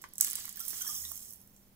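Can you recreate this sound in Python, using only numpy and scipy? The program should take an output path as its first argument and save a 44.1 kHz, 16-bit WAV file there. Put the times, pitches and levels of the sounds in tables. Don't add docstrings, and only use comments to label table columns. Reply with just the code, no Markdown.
import sys
import numpy as np
from scipy import signal
from scipy.fft import rfft, irfft
from scipy.io import wavfile

SR = 44100
rng = np.random.default_rng(int(sys.argv[2]) if len(sys.argv) > 2 else 0)


def to_wav(sig):
    pcm = np.clip(np.atleast_2d(sig), -1, 1) * 32767
    pcm = np.round(pcm).astype(np.int16)
    wavfile.write(sys.argv[1], SR, pcm.T)


N = 77175
TIME = np.arange(N) / SR
LOW_PASS = signal.firwin(301, 15850, window=("kaiser", 9), fs=SR)

# (frequency [Hz], level [dB])
SPRAY_SPECTRUM = [(200, -26), (2500, -20), (4200, -34), (5500, -8.5), (7000, -8.5), (8300, -8), (9800, -2),
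                  (11000, -6), (13000, 2.5), (16000, 0.5)]


def amp(db):
    return 10 ** (np.asarray(db) / 20)


def unit_energy(x):
    return x / np.sqrt(np.sum(x ** 2) + 1e-20)


def unit_rms(x):
    return x / np.sqrt(np.mean(x ** 2) + 1e-20)


def curve_at(points, hz):
    freqs, values = np.transpose(points)
    return np.interp(np.log(hz + 1), np.log(freqs + 1), values)


def envelope(table, column=1):
    rows = np.array(table)
    return amp(np.interp(TIME, rows[:, 0], rows[:, column]))


def swell(db, at_s, width_s):
    return amp(db) * np.exp(-((TIME - at_s) / width_s) ** 2)


def add(mix, at_s, sound):
    part = mix[max(round(at_s * SR), 0):][:len(sound)]
    part += sound[:len(part)]


def colour(x, spectrum):
    log_gain = np.log(amp(curve_at(spectrum, abs(np.fft.fftfreq(2048, 1 / SR)))))
    taps = np.fft.ifft(np.exp(np.conj(signal.hilbert(log_gain)))).real[:1024]
    return signal.fftconvolve(x, taps)[:len(x)]


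def band_limit(x):
    return signal.fftconvolve(x, LOW_PASS, "same")


def impact(scatter_s, scatter_db):
    t = np.arange(2048) / SR
    scatter = rng.standard_normal(len(t)) * np.exp(-t / scatter_s) * (t > 0)
    return (t == 0) + amp(scatter_db) * unit_energy(scatter)


def mode(t, hz, db, t60):
    return amp(db - 60 * t / t60) * np.sin(2 * np.pi * hz * t)


def patter(per_s, spread_db, count=1):
    chance, size, sign, train = rng.random((4, N))
    hits = np.flatnonzero(chance < per_s / SR)
    gain = amp(-spread_db * np.log(np.maximum(size[hits], .02)))
    out = np.zeros((count, N))
    out[(train[hits] * count).astype(int), hits] = np.sign(sign[hits] - .5) * gain
    return out


def shower(sounds, per_s, spread_db):
    out = np.zeros(N)
    for train, sound in zip(patter(per_s, spread_db, count=len(sounds)), sounds):
        for i in np.flatnonzero(train):
            out[i:i + len(sound)] += train[i] * sound[:N - i]
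    return out


def room_tone(hum_hz=198, boom_hz=78):
    # (frequency [Hz], density [dB per Hz])
    air_spectrum = [(20, -87), (60, -90), (120, -89), (160, -93.5), (230, -89.5), (330, -99), (600, -102),
                    (1200, -108), (3000, -112), (8000, -114), (16000, -114)]
    # (frequency [Hz], correlation [0-1])
    likeness = [(30, 0.56), (180, 0.93), (500, 0.57), (1500, 0), (16000, 0.067)]
    hz = np.fft.rfftfreq(N, 1 / SR)
    left, independent = rfft(rng.standard_normal((2, N)))
    shared = np.clip(curve_at(likeness, hz), 0, 1)
    right = shared * left + np.sqrt(1 - shared ** 2) * independent
    air = irfft(np.array([left, right]) * amp(curve_at(air_spectrum, hz)), N) * np.sqrt(SR / 2)
    hum = amp(-72) * np.sqrt(2) * np.sin(2 * np.pi * hum_hz * TIME)
    boom = swell(db=-56.5, at_s=1.056, width_s=.082) * np.sin(2 * np.pi * boom_hz * TIME)
    return air + hum + boom


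def reverb(x, onset_s=.0035):
    # (frequency [Hz], t60 [s])
    decay_times = [(200, 0.3), (2000, 0.16), (8000, 0.1739), (16000, 0.5)]
    # (frequency [Hz], level [dB])
    tail_spectrum = [(200, -4.5), (2000, -8), (7500, -7.5), (10000, -6), (16000, -22)]
    hz, t, noise = signal.stft(rng.standard_normal(SR), SR, nperseg=256)
    decay = amp(-60 * t / curve_at(decay_times, hz)[:, None])
    decay /= np.sqrt(np.mean(decay ** 2, axis=1, keepdims=True) * SR)
    bands = noise * decay * amp(curve_at(tail_spectrum, hz))[:, None]
    tail = signal.istft(bands, SR, nperseg=256)[1][:SR]
    return signal.fftconvolve(x, tail * np.minimum(TIME[:SR] / onset_s, 1))[:N]


def far_side(x, lag_s=.0001, wander_s=.045, places=4):
    # (frequency [Hz], gain [dB])
    shadow = [(300, -4), (1500, -10.5), (3500, -10.5), (5300, -12), (8000, -8), (10000, -18),
              (16000, -13.5)]
    shaded, out = colour(x, shadow), np.zeros(N)
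    for place in range(places):
        share = np.maximum(np.cos(2 * np.pi * (TIME / wander_s + place / places)), 0) ** 2
        reflections = impact(scatter_s=.0029, scatter_db=6.5)
        out += signal.fftconvolve(share * shaded, reflections)[:N]
    return np.pad(out, (round(lag_s * SR), 0))[:N]


def knocks():
    # (time [s], level [dB], pitch [ratio], ring relative to the knock [dB])
    strikes = [(0.0402, -16.5, 1.046, 1.5), (0.2222, -29, 0.8, -6), (.276, -23.5, 1.35, 3),
               (.383, -26, 1.16, -2), (0.447, -29, 1.07, -5), (.479, -26.5, 0.94, -4),
               (.732, -24.5, 0.93, -11), (1.116, -28, 0.83, 0)]
    # (frequency [Hz], level [dB])
    tock_spectrum = [(60, -9.5), (350, -8), (550, -6.5), (800, -4), (1200, 3), (2000, 3.5), (2700, -14.5),
                     (6000, -11.5), (16000, -26)]
    # (frequency [Hz], level [dB], t60 [s])
    glass_modes = [(1167, -31, 0.074), (3140, -41, 0.099), (4700, -72, 0.13)]
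    ring = sum(mode(TIME[:SR // 3], hz, db, t60) for hz, db, t60 in glass_modes)
    out = np.zeros(N)
    for at_s, db, pitch, ring_db in strikes:
        spectrum = [(hz * pitch, band_db) for hz, band_db in tock_spectrum]
        tock = colour(impact(scatter_s=.0056, scatter_db=-3), spectrum)
        add(out, at_s, amp(db) * unit_energy(tock))
        add(out, at_s, amp(db + ring_db) * ring)
    return out


def grain(snap):
    return signal.fftconvolve(impact(scatter_s=.0015, scatter_db=5), snap)


def dish(lead_samples=100):
    # (time [s], level [dB], lift of the ring and of the band below 7.5 kHz [dB])
    strikes = [(0.0158, -26.5, 3), (0.0207, -20.5, -10), (0.0887, -28.5, -26), (0.1364, -19, -7.5),
               (.156, -21.5, 3.5), (0.1818, -8, -3.5), (0.188, -17.5, 3), (0.2011, -14.5, 6),
               (.2098, 9, -3), (0.2219, -4, 1), (0.2292, -7, 1), (0.244, -8, -3), (0.2468, 0, 1),
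               (0.2678, -10, -5.5), (0.2737, -9.5, -1), (0.2826, -10, -9), (.3010, -8, -6),
               (0.3104, -8.5, 3.5), (0.3182, -10.5, 2), (0.332, -7, 0), (0.3547, -5, 7), (.3578, -8, -23),
               (0.4544, -10, -12), (0.4795, -17, -2), (0.4929, -12, -1.5), (0.527, -17.5, -12),
               (0.5948, -13, -1.5), (1.118, -8.5, -16), (1.1568, -16.5, -28), (1.176, -16, -5),
               (1.307, -18, -18), (1.3256, -19.5, -23), (1.335, -18, -6.5), (1.3585, -25, -14),
               (1.405, -31, -8), (1.415, -27, -13), (1.475, -29.5, -7), (1.564, -35.5, 9.5)]
    # (frequency [Hz], level [dB])
    snap_spectrum = [(100, -40), (600, -37), (1200, -18), (1900, -21.5), (2550, -22), (3300, -20),
                     (4800, -14), (5800, -4), (7000, -4), (9000, -3), (10300, -0.5), (13000, -1),
                     (16000, 0)]
    # (frequency [Hz], level [dB])
    plastic_modes = [(7090, -50.5), (7520, -48), (7945, -51), (10080, -57)]
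    # (time [s], level [dB])
    slide_levels = [(0, -84), (.03, -56), (.11, -90), (.17, -62), (.205, -67), (.222, -38), (.29, -38.5),
                    (.34, -55), (.385, -40), (.44, -44.5), (.5, -47.5), (.545, -54), (.78, -41),
                    (1.1, -46.5), (1.3, -51), (1.45, -92)]
    # (time [s], level [dB])
    scrape_levels = [(0, -66), (.19, -70), (.22, -47.5), (.3, -48.5), (.39, -48), (.46, -53.5),
                     (.53, -58.5), (.6, -56), (.68, -57.5), (.8, -50), (.88, -67), (1, -60.5),
                     (1.15, -65.5), (1.35, -71.5), (1.5, -84)]
    # (frequency [Hz], level [dB])
    rasp_spectrum = [(200, -25.5), (700, -13.5), (1200, -7.5), (2000, 2), (2600, -5), (3250, 3.5),
                     (4000, 1.5), (4600, 6), (6000, -0.5), (8000, -11), (11000, -31), (16000, -19)]
    snap = band_limit(colour(signal.unit_impulse(400, lead_samples), snap_spectrum))
    ring = sum(mode(TIME, hz, db, t60=.2) for hz, db in plastic_modes)
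    ticks = np.zeros(N)
    for at_s, db, lift_db in strikes:
        tick = colour(grain(snap), [(7500, lift_db), (11500, 0)])
        add(ticks, at_s - lead_samples / SR, amp(db) * unit_energy(tick))
        add(ticks, at_s, amp(db + lift_db) * ring)
    grains = [unit_energy(grain(snap)) for _ in range(8)]
    slide = envelope(slide_levels) * unit_rms(shower(grains, per_s=2200, spread_db=2.5))
    last_grains = swell(db=-28, at_s=1.19, width_s=.1) * shower(grains, per_s=160, spread_db=2)
    rasp = colour(patter(per_s=2200, spread_db=3.5)[0], rasp_spectrum)
    return ticks + slide + last_grains + envelope(scrape_levels) * unit_rms(rasp)


def resonate(x, hz, width_hz):
    return signal.lfilter(*signal.iirpeak(hz, hz / width_hz, SR), x)


def hollow(x):
    # (frequency [Hz], width [Hz], gain of the added band [dB])
    cavity_modes = [(1120, 86, 3.5), (3195, 130, 5), (5280, 100, -1), (5545, 48, 9), (6000, 83, -2),
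                    (6650, 100, -6), (9940, 220, 4), (11900, 300, -4.5), (12600, 140, -8.5)]
    return x + sum(amp(db) * resonate(x, hz, width_hz) for hz, width_hz, db in cavity_modes)


def clumps(ring_db=7):
    # (time [s], starting level [dB], decay [s])
    slaps = [(.558, -36.5, 0.0057), (0.57, -35, 0.0044), (0.602, -30, 0.011), (0.642, -35, .002),
             (0.651, -32.5, 0.0033), (0.661, -34.5, 0.0044), (0.6797, -26, 0.006), (0.692, -27, 0.0015),
             (0.696, -31, 0.0047), (.705, -27, 0.0045), (0.724, -35, 0.0029), (0.808, -32.5, 0.0078),
             (0.819, -25.5, 0.0043), (0.869, -33.5, 0.0033), (0.877, -29.5, 0.0064)]
    # (frequency [Hz], level [dB], ring scale [s])
    splash_modes = [(6230, -8, 0.016), (10080, -1.5, 0.012), (12150, -3, 0.02), (12700, -1.5, 0.031),
                    (13600, 4.5, 0.015), (14900, 2, 0.0087)]
    out, t = np.zeros(N), TIME[:SR // 20]
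    for at_s, db, decay_s in slaps:
        noise = rng.standard_normal(len(t))
        spray = unit_rms(band_limit(colour(noise, SPRAY_SPECTRUM)))
        ring = sum(amp(mode_db) * unit_rms(resonate(noise, hz, width_hz=4.2 / ring_s))
                   for hz, mode_db, ring_s in splash_modes)
        burst = unit_rms(spray + amp(ring_db) * unit_rms(ring))
        add(out, at_s, amp(db) * burst * np.exp(-t / decay_s))
    return out


def bubble(hz, decay_s, attack_s=.00012, glide_per_s=.64):
    t = np.arange(0, 7 * decay_s, 1 / SR)
    gain = (1 - np.exp(-t / attack_s)) * np.exp(-t / decay_s)
    return gain * np.sin(2 * np.pi * hz * t * (1 + glide_per_s * t / 2))


def plips():
    # (time [s], pitch [Hz], level [dB], decay [s])
    bubbles = [(.571, 15000, -30, .004), (0.575, 1666, -45, 0.0043), (0.604, 13700, -30, .005),
               (0.606, 1362, -48.5, 0.018), (0.682, 10080, -23, 0.0024), (0.812, 3180, -36.5, 0.0045),
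               (0.812, 1483, -43, 0.011), (.816, 6140, -33, 0.01), (0.846, 1315, -47, 0.006),
               (0.866, 1695, -38, 0.0054), (0.868, 5652, -34.5, 0.011), (.884, 5080, -38, 0.014),
               (0.891, 1194, -43.5, 0.015), (0.95, 6190, -33, 0.0048), (.962, 3455, -43, .005),
               (.966, 5040, -43, 0.011), (1.018, 6680, -35, 0.0059), (1.038, 1917, -49, 0.0091),
               (1.052, 3650, -31.5, 0.0018), (1.054, 3850, -44.5, 0.011)]
    out = np.zeros(N)
    for at_s, hz, db, decay_s in bubbles:
        add(out, at_s, amp(db) * bubble(hz, decay_s))
    return out


def water():
    # (time [s], hiss level [dB], deep splash level [dB])
    pour = [(.54, -67, -75), (.6, -47.5, -56.5), (.645, -45, -60.5), (.69, -42.5, -63.5), (.75, -41.5, -59),
            (.82, -43, -57.5), (.85, -44, -48), (.88, -38, -55), (.95, -37, -55), (1.01, -39, -62.5),
            (1.1, -42.5, -64.5), (1.2, -51, -68.5), (1.31, -52.5, -76), (1.39, -60.5, -84),
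            (1.48, -67.5, -94), (1.62, -66.5, -88), (1.75, -76, -100)]
    # (frequency [Hz], level [dB])
    deep_spectrum = [(100, -11.5), (800, -10), (1200, -6), (1800, -8.5), (2600, -30), (3250, 2.5),
                     (3700, -1), (4200, -18), (5400, -4.5), (7000, -7.5), (12000, -41)]
    # (frequency [Hz], level [dB])
    froth_spectrum = [(3000, -6), (6500, -10), (11000, -9), (12700, 9), (13800, 2), (15200, 11)]
    tiny = [unit_energy(bubble(hz, decay_s=16 / hz)) for hz in np.linspace(5257, 15340, 60)]
    fizz = shower(tiny, per_s=3100, spread_db=3)
    splashes = patter(per_s=7400, spread_db=7.5)[0]
    spray = colour(unit_rms(splashes) + amp(-.5) * unit_rms(fizz), SPRAY_SPECTRUM)
    hiss = envelope(pour) * unit_rms(band_limit(hollow(spray)))
    deep_splashes = colour(patter(per_s=900, spread_db=3)[0], deep_spectrum)
    deep = envelope(pour, column=2) * unit_rms(hollow(deep_splashes))
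    froth = swell(db=-64.5, at_s=1.25, width_s=.65) * unit_rms(colour(fizz, froth_spectrum))
    middling = [bubble(hz, decay_s=.007) for hz in np.linspace(4910, 7620, 60)]
    gurgle = amp(-13.5) * envelope(pour) * unit_rms(hollow(shower(middling, per_s=300, spread_db=3)))
    return hiss + deep + froth + gurgle


def scene():
    # (frequency [Hz], gain [dB])
    left_response = [(500, 1.5), (2000, -1), (4000, 1.5), (7800, 2), (9000, -0.5), (11000, -16),
                     (13000, -9), (16000, -30.5)]
    sources = [dish(), knocks(), clumps(), water() + plips()]
    near = sum(sources)
    far = sum(far_side(source) for source in sources)
    left = colour(far + reverb(near), left_response)
    right = near + reverb(near)
    return np.array([left, right]) + room_tone()


def record(dry):
    return np.array([band_limit(channel) for channel in dry])


dry = scene()
out = record(dry)
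to_wav(out)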